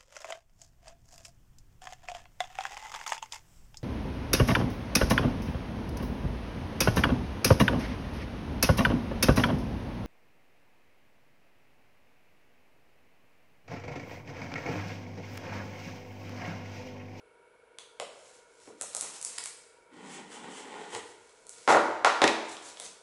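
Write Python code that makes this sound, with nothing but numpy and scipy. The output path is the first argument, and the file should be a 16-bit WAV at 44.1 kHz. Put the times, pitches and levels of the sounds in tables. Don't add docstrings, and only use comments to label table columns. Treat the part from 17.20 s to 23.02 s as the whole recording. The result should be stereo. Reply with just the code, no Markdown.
import sys
import numpy as np
from scipy import signal
from scipy.fft import rfft, irfft
from scipy.io import wavfile

SR = 44100
rng = np.random.default_rng(int(sys.argv[2]) if len(sys.argv) > 2 else 0)


def store_wav(level_fs):
    pcm = np.round(np.clip(np.atleast_2d(level_fs), -1, 1) * 32767)
    wavfile.write(sys.argv[1], SR, pcm.T.astype(np.int16))


N = 256662
TIME_S = np.arange(N) / SR
TOP_HZ = 11100

# frequency in Hz, relative level in dB.
AIR_SPECTRUM = [(25, 4), (90, -5.5), (250, -6), (600, 0.5), (1100, -2.5), (1900, -9), (3200, -13),
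                (4500, -18), (6500, -21), (11000, -15)]
SNAP_SPECTRUM = [(200, -26), (1500, -42), (3000, -37), (5500, -9), (8200, 0), (9500, -3.5), (11000, -8)]
CARD_SPECTRUM = [(100, -26), (500, -7), (1000, 4), (2000, 1), (3500, 2.5), (5000, 1.5), (11000, -17)]
HOLLOW_SPECTRUM = [(60, -35), (200, -20), (350, -13), (520, 3), (720, 0.5), (1050, -9), (1350, -12),
                   (2000, -10), (6000, -44)]
FILM_SPECTRUM = [(25, -21), (110, -12.5), (250, -8.5), (800, -3.5), (2500, -3), (5000, -1), (7600, 2.5),
                 (11000, -5.5)]
KNOCK_SPECTRUM = [(25, -55), (60, -47), (100, -23), (170, -23), (300, -6.5), (560, 0.5), (900, 3.5),
                  (1400, -3), (2100, -5.5), (2600, -12), (5500, -20), (7500, -24), (11000, -34.5)]
PAPER_SPECTRUM = [(30, -29), (500, -12), (1900, 3.5), (2500, -1), (3100, 4.5), (3800, -4), (5000, -4.5),
                  (8000, 1.5), (11000, -10.5)]
# centre in Hz, width in Hz, gain in dB.
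HOUSING_MODES = [(454, 185, 2.5), (622, 54, -3), (947, 41, 3), (1397, 230, 0.5), (2197, 120, -1),
                 (2590, 110, -15.5)]
BOX_MODES = [(229, 50, -2.5), (313, 163, 2.5)]
WALL_MODES = [(372, 176, 11), (815, 155, 7.5), (1010, 64, -34), (1420, 76, -0.5), (1830, 140, 1),
              (3020, 110, -2.5)]
# start in seconds, film snap in dB, card click in dB,
# hollow thud in dB, panel resonance in Hz.
CATCHES = [(0.586, -20.5, -19.5, -47, 3400), (0.799, -14.5, -13, -10, 3020), (1.612, -6.5, -20, -20, 1310),
           (1.621, -10, -23, -35, 1230), (1.749, -5, -17, -20.5, 1260), (1.7667, -6, -23.5, -45, 4380),
           (1.810, -3, -21, -44, 3740), (2.014, -14, -30, -45, 4700), (2.027, -11, -26, -41, 5500),
           (2.0488, -4.5, -23, -46, 4730), (2.1813, -15, -16, -46, 1900), (2.184, -9, -13, -68, 4850),
           (2.239, -11.5, -26, -47, 4760), (2.258, -9.5, -18.5, -58, 2250), (3.749, -16.5, -20, -30, 1900),
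           (4.094, -38, -39, -48, 3200), (4.268, -24.5, -37, -38, 4370), (4.2935, -16, -34, -56, 4470),
           (5.368, -29, -20, -28, 3230), (5.572, -35, -23, -37, 3300), (5.5994, -13, -20, -24, 3660)]
# start, length and swell time in seconds, level in dB.
BRUSH_STROKES = [(.96, 0.22, 0.065, -61.5), (1.43, 0.057, 0.088, -60), (1.61, 0.13, 0.02, -54.5),
                 (1.77, 0.13, .03, -51), (1.95, .015, 0.027, -46.5), (2.06, .18, 0.028, -51),
                 (2.38, 0.016, 0.017, -65), (3.86, 0.049, .02, -58.5), (3.98, 0.34, .03, -66.5),
                 (4.33, 0.14, .02, -57.5), (4.497, 0.012, 0.0078, -34.5), (5.29, 0.038, 0.028, -48.5),
                 (5.45, .05, 0.036, -49), (5.62, 0.034, 0.034, -46.5)]
# start in seconds, energy in dB, bass gain in dB,
# hard-edge gain in dB, panel resonance in Hz, room send in dB.
BOX_KNOCKS = [(1.475, -23.5, 20.5, 1, 450, 2.5), (1.824, -20.5, 10, 17, 1300, 5.5),
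              (3.75, -13, 1, 14, 940, -19), (4.477, 5.5, 6, 1, 1394, 8),
              (4.4934, -5.5, -4, 1.5, 1940, 11.5), (4.504, 8, 0.5, -3, 880, -8.5),
              (4.524, 6, 2.5, 0, 565, 1), (4.547, 8, 4.5, -21, 1440, 2), (4.847, 11, -6.5, 5, 1387, 1),
              (5.018, 8.5, 5, 4, 3720, 1.5), (5.0406, 10.5, 13, 12, 1800, -8),
              (5.0772, 4, 13, 20, 2470, -5)]
# frequency in Hz, relative energy in dB, 60 dB decay time in seconds.
TABLE_MODES = [(225, -11.5, 0.67), (327, -8, 0.76), (413, -13, 0.63), (570.6, -9.5, 0.28), (769, -8, 0.32),
               (859.5, -12.5, 0.35), (890, -19, 0.86), (1140, -8, 0.25), (1394, -14.5, 0.57),
               (1747, -19, 0.56), (1910, -12.5, 0.32), (2080, -24, .65)]
# start and length in seconds, groan in dB, rub in dB.
LID_PULLS = [(2.735, 0.293, -53.5, -56), (3.108, 0.57, -53.5, -50.5), (3.742, 0.017, -51.5, -40.5)]
# start, length and swell time in seconds, hiss level in dB.
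LID_GLIDES = [(2.92, 0.033, 0.042, -48.5), (3.115, 0.049, 0.02, -49), (3.32, 0.084, 0.033, -49.5),
              (3.73, .04, 0.032, -48.5)]
# band centre in Hz, 60 dB decay time in seconds, level in dB,
# side relative to mid in dB.
ROOM_BANDS = [(100, 1.0, 3.5, -12.5), (300, 0.9, 3, -20), (714, 1, 3, -14), (1860, 1, -0.5, -9.5),
              (4650, 0.86, 0.5, -11), (10400, 0.69, -1, -9)]


def amp(db):
    return 10 ** (np.asarray(db) / 20)


def unit_rms(x):
    return x / np.sqrt(np.mean(x ** 2))


def unit_energy(x):
    return x / np.sqrt(np.sum(x ** 2))


def log_interp(hz, points_hz, values):
    return np.interp(np.log(hz + 1), np.log(points_hz), values)


def response(spectrum, panel_hz=1000, panel_db=0, size=2048):
    hz = np.fft.rfftfreq(size, 1 / SR)
    peak_db = panel_db / (1 + ((hz / panel_hz - 1) / 0.088) ** 2)
    cepstrum = irfft(np.log(amp(log_interp(hz, *np.transpose(spectrum)) + peak_db)))
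    cepstrum[1:size // 2] *= 2
    cepstrum[size // 2 + 1:] = 0
    return unit_energy(irfft(np.exp(rfft(cepstrum))))


def convolve(x, impulse):
    return signal.fftconvolve(x, impulse)[:len(x)]


def resonate(x, modes):
    return sum(amp(db) * signal.lfilter(*signal.iirpeak(hz, hz / width_hz, fs=SR), x)
               for hz, width_hz, db in modes)


def add(track, start_s, x):
    i = int(start_s * SR)
    track[i:i + len(x)] += x[:N - i]


def wander(rate_hz):
    knots = rng.standard_normal(int(N / SR * rate_hz) + 2)
    return np.interp(TIME_S * rate_hz, np.arange(len(knots)), knots)


def grains(rate_hz, spread_db):
    impulses = (rng.random(N) < rate_hz / SR) * rng.standard_normal(N)
    return unit_rms(impulses * amp(spread_db * np.minimum(rng.exponential(size=N), 4)))


def disperse(x, linger_s, stages):
    place = (np.arange(stages) + rng.random(stages)) / stages
    poles = np.exp(2j * np.pi * TOP_HZ * place ** 2 / SR - (0.5 + place) / (linger_s * SR))
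    denominator = np.column_stack([np.ones(stages), -2 * poles.real, np.abs(poles) ** 2])
    return signal.sosfilt(np.hstack([denominator[:, ::-1], denominator]), x)


def stroke(start_s, length_s, attack_s, release_s):
    since_s = TIME_S - start_s
    return np.exp(np.minimum(since_s, 0) / attack_s - np.maximum(since_s - length_s, 0) / release_s)


def strokes(rows, release_s):
    return np.sqrt(sum((amp(db) * stroke(start_s, length_s, swell_s, release_s)) ** 2
                       for start_s, length_s, swell_s, db in rows))


def stereo_noise(side_gain):
    mid, side = rng.standard_normal((2, N))
    return mid + side_gain * side, mid - side_gain * side


def still_air(level_db):
    air = response(AIR_SPECTRUM)
    return amp(level_db) * np.array([unit_rms(convolve(x, air)) for x in stereo_noise(0.95)])


def motor(whirr_db, throb_db):
    turn_hz, tone_hz, sharpness, uneven_db = 25.1, 476, 2.2, 1.7
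    whirr = np.array([resonate(resonate(x, HOUSING_MODES), HOUSING_MODES) for x in stereo_noise(0.83)])
    pulses = np.exp(sharpness * np.cos(2 * np.pi * turn_hz * (TIME_S - 0.037)))
    pulses *= amp(uneven_db * wander(turn_hz))
    tone = np.sin(2 * np.pi * tone_hz * TIME_S + 1.15 * wander(turn_hz))
    return amp(whirr_db) * unit_rms(whirr) + amp(throb_db) * unit_rms(pulses * tone)


def film_ticks():
    out = np.zeros(N)
    snap, hollow = response(SNAP_SPECTRUM), response(HOLLOW_SPECTRUM)
    for start_s, snap_db, card_db, hollow_db, panel_hz in CATCHES:
        card = response(CARD_SPECTRUM, panel_hz, panel_db=10)
        add(out, start_s, amp(snap_db) * disperse(snap, linger_s=0.0004, stages=6))
        add(out, start_s, amp(card_db) * disperse(card, linger_s=0.0016, stages=10))
        add(out, start_s, amp(hollow_db) * disperse(hollow, linger_s=0.0018, stages=8))
    return out


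def film_rustle():
    pressure = strokes(BRUSH_STROKES, release_s=0.019) * amp(0.94 * wander(60))
    return pressure * convolve(grains(rate_hz=4000, spread_db=2), response(FILM_SPECTRUM))


def box_knocks():
    direct, send = np.zeros(N), np.zeros(N)
    hz, db = np.transpose(KNOCK_SPECTRUM)
    bass_shelf = log_interp(hz, [330, 650], [1, 0])
    edge_shelf = log_interp(hz, [1500, 3200], [0, 1])
    for start_s, energy_db, bass_db, edge_db, panel_hz, send_db in BOX_KNOCKS:
        spectrum = np.column_stack([hz, db + bass_db * bass_shelf + edge_db * edge_shelf])
        impact = response(spectrum, panel_hz, panel_db=9)
        hit = amp(energy_db) * disperse(impact, linger_s=0.0029, stages=14)
        add(direct, start_s, hit)
        add(send, start_s, hit * amp(send_db))
    return direct, send


def table_ring(knocks, gain_db):
    t = TIME_S[:SR]
    ring = sum(amp(db) * unit_energy(np.sin(2 * np.pi * hz * t) * np.exp(-np.log(1000) * t / t60_s))
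               for hz, db, t60_s in TABLE_MODES)
    return amp(gain_db) * convolve(knocks, ring)


def pull_gains():
    groan_sag_db_per_s, rub_rise_db_per_s = 11, 1.5
    groan, rub = np.zeros(N), np.zeros(N)
    for start_s, length_s, groan_db, rub_db in LID_PULLS:
        force = stroke(start_s, length_s, attack_s=0.02, release_s=0.0096)
        elapsed_s = np.clip(TIME_S - start_s, 0, length_s)
        groan += force * amp(groan_db - groan_sag_db_per_s * elapsed_s)
        rub += force * amp(rub_db + rub_rise_db_per_s * elapsed_s)
    return groan, rub


def lid_slide(judder_db, paper_db):
    first_slip_hz, rise_hz_per_s = 232.6, 250
    slip_hz = first_slip_hz + rise_hz_per_s * np.maximum(TIME_S - LID_PULLS[0][0], 0)
    slip_count = np.cumsum(slip_hz * np.exp(0.11 * wander(250))) / SR
    judder = np.diff(np.floor(slip_count), prepend=0) * amp(1.8 * wander(200))
    friction = grains(rate_hz=2000, spread_db=3.5) + amp(judder_db) * unit_rms(judder)
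    groan = unit_rms(resonate(resonate(friction, BOX_MODES), BOX_MODES))
    wall_band = signal.butter(2, [260, 3900], "band", fs=SR, output="sos")
    rub = unit_rms(signal.sosfilt(wall_band, resonate(friction, WALL_MODES)))
    hiss = convolve(grains(rate_hz=5200, spread_db=-0.5), response(PAPER_SPECTRUM))
    groan_gain, rub_gain = pull_gains()
    hiss_gain = np.hypot(strokes(LID_GLIDES, release_s=0.014), amp(paper_db) * rub_gain)
    return (groan * groan_gain + rub * rub_gain + hiss * hiss_gain) * amp(1.6 * wander(35.16))


def lid_puff(start_s, energy_db, pitch_hz, fade_s):
    out, t = np.zeros(N), TIME_S[:SR // 4]
    puff = np.sin(2 * np.pi * pitch_hz * t) * t * np.exp(-t / fade_s)
    add(out, start_s, amp(energy_db) * unit_energy(puff))
    return out


def room(x, echo_s, echo_db, early_db, early_s):
    t, hz = TIME_S[:SR], np.fft.rfftfreq(SR, 1 / SR)
    centres_hz = [row[0] for row in ROOM_BANDS]
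    noise_spectrum = rfft(rng.standard_normal((2, SR)))
    build_up = np.clip((t - 0.0025) / 0.0089, 0, 1) * (1 + amp(early_db) * np.exp(-t / early_s))
    mid, side = np.zeros(SR), np.zeros(SR)
    for weights, (_, t60_s, level_db, side_db) in zip(np.eye(len(ROOM_BANDS)), ROOM_BANDS):
        decay = unit_energy(build_up * np.exp(-np.log(1000) * t / t60_s))
        band = irfft(noise_spectrum * log_interp(hz, centres_hz, weights), SR) * decay * amp(level_db)
        mid += band[0]
        side += band[1] * amp(side_db)
    mid[int(echo_s * SR)] += amp(echo_db)
    return np.array([convolve(x, mid + side), convolve(x, mid - side)])


def scene():
    lid = lid_slide(judder_db=-10.5, paper_db=-10)
    lid += lid_puff(start_s=3.745, energy_db=-30, pitch_hz=115, fade_s=0.0046)
    hands = film_ticks() + film_rustle() + lid
    knocks, knock_send = box_knocks()
    table = knocks + table_ring(knocks, gain_db=-12.5)
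    direct = hands * amp([[-0.7], [0.7]]) + table * amp([[0.3], [-0.3]])
    reverb = room(hands + knock_send, echo_s=0.0084, echo_db=-14.5, early_db=2, early_s=0.061)
    return direct + reverb + still_air(level_db=-65) + motor(whirr_db=-61.5, throb_db=-66)


def record(dry):
    ceiling, rumble_hz = 0.8, 45
    rounded = ceiling * np.tanh(dry / ceiling)
    highpass = signal.butter(2, rumble_hz, "high", fs=SR, output="sos")
    lowpass = signal.ellip(12, 0.2, 80, TOP_HZ, fs=SR, output="sos")
    return signal.sosfilt(lowpass, signal.sosfilt(highpass, rounded))


dry = scene()
out = record(dry)
store_wav(out)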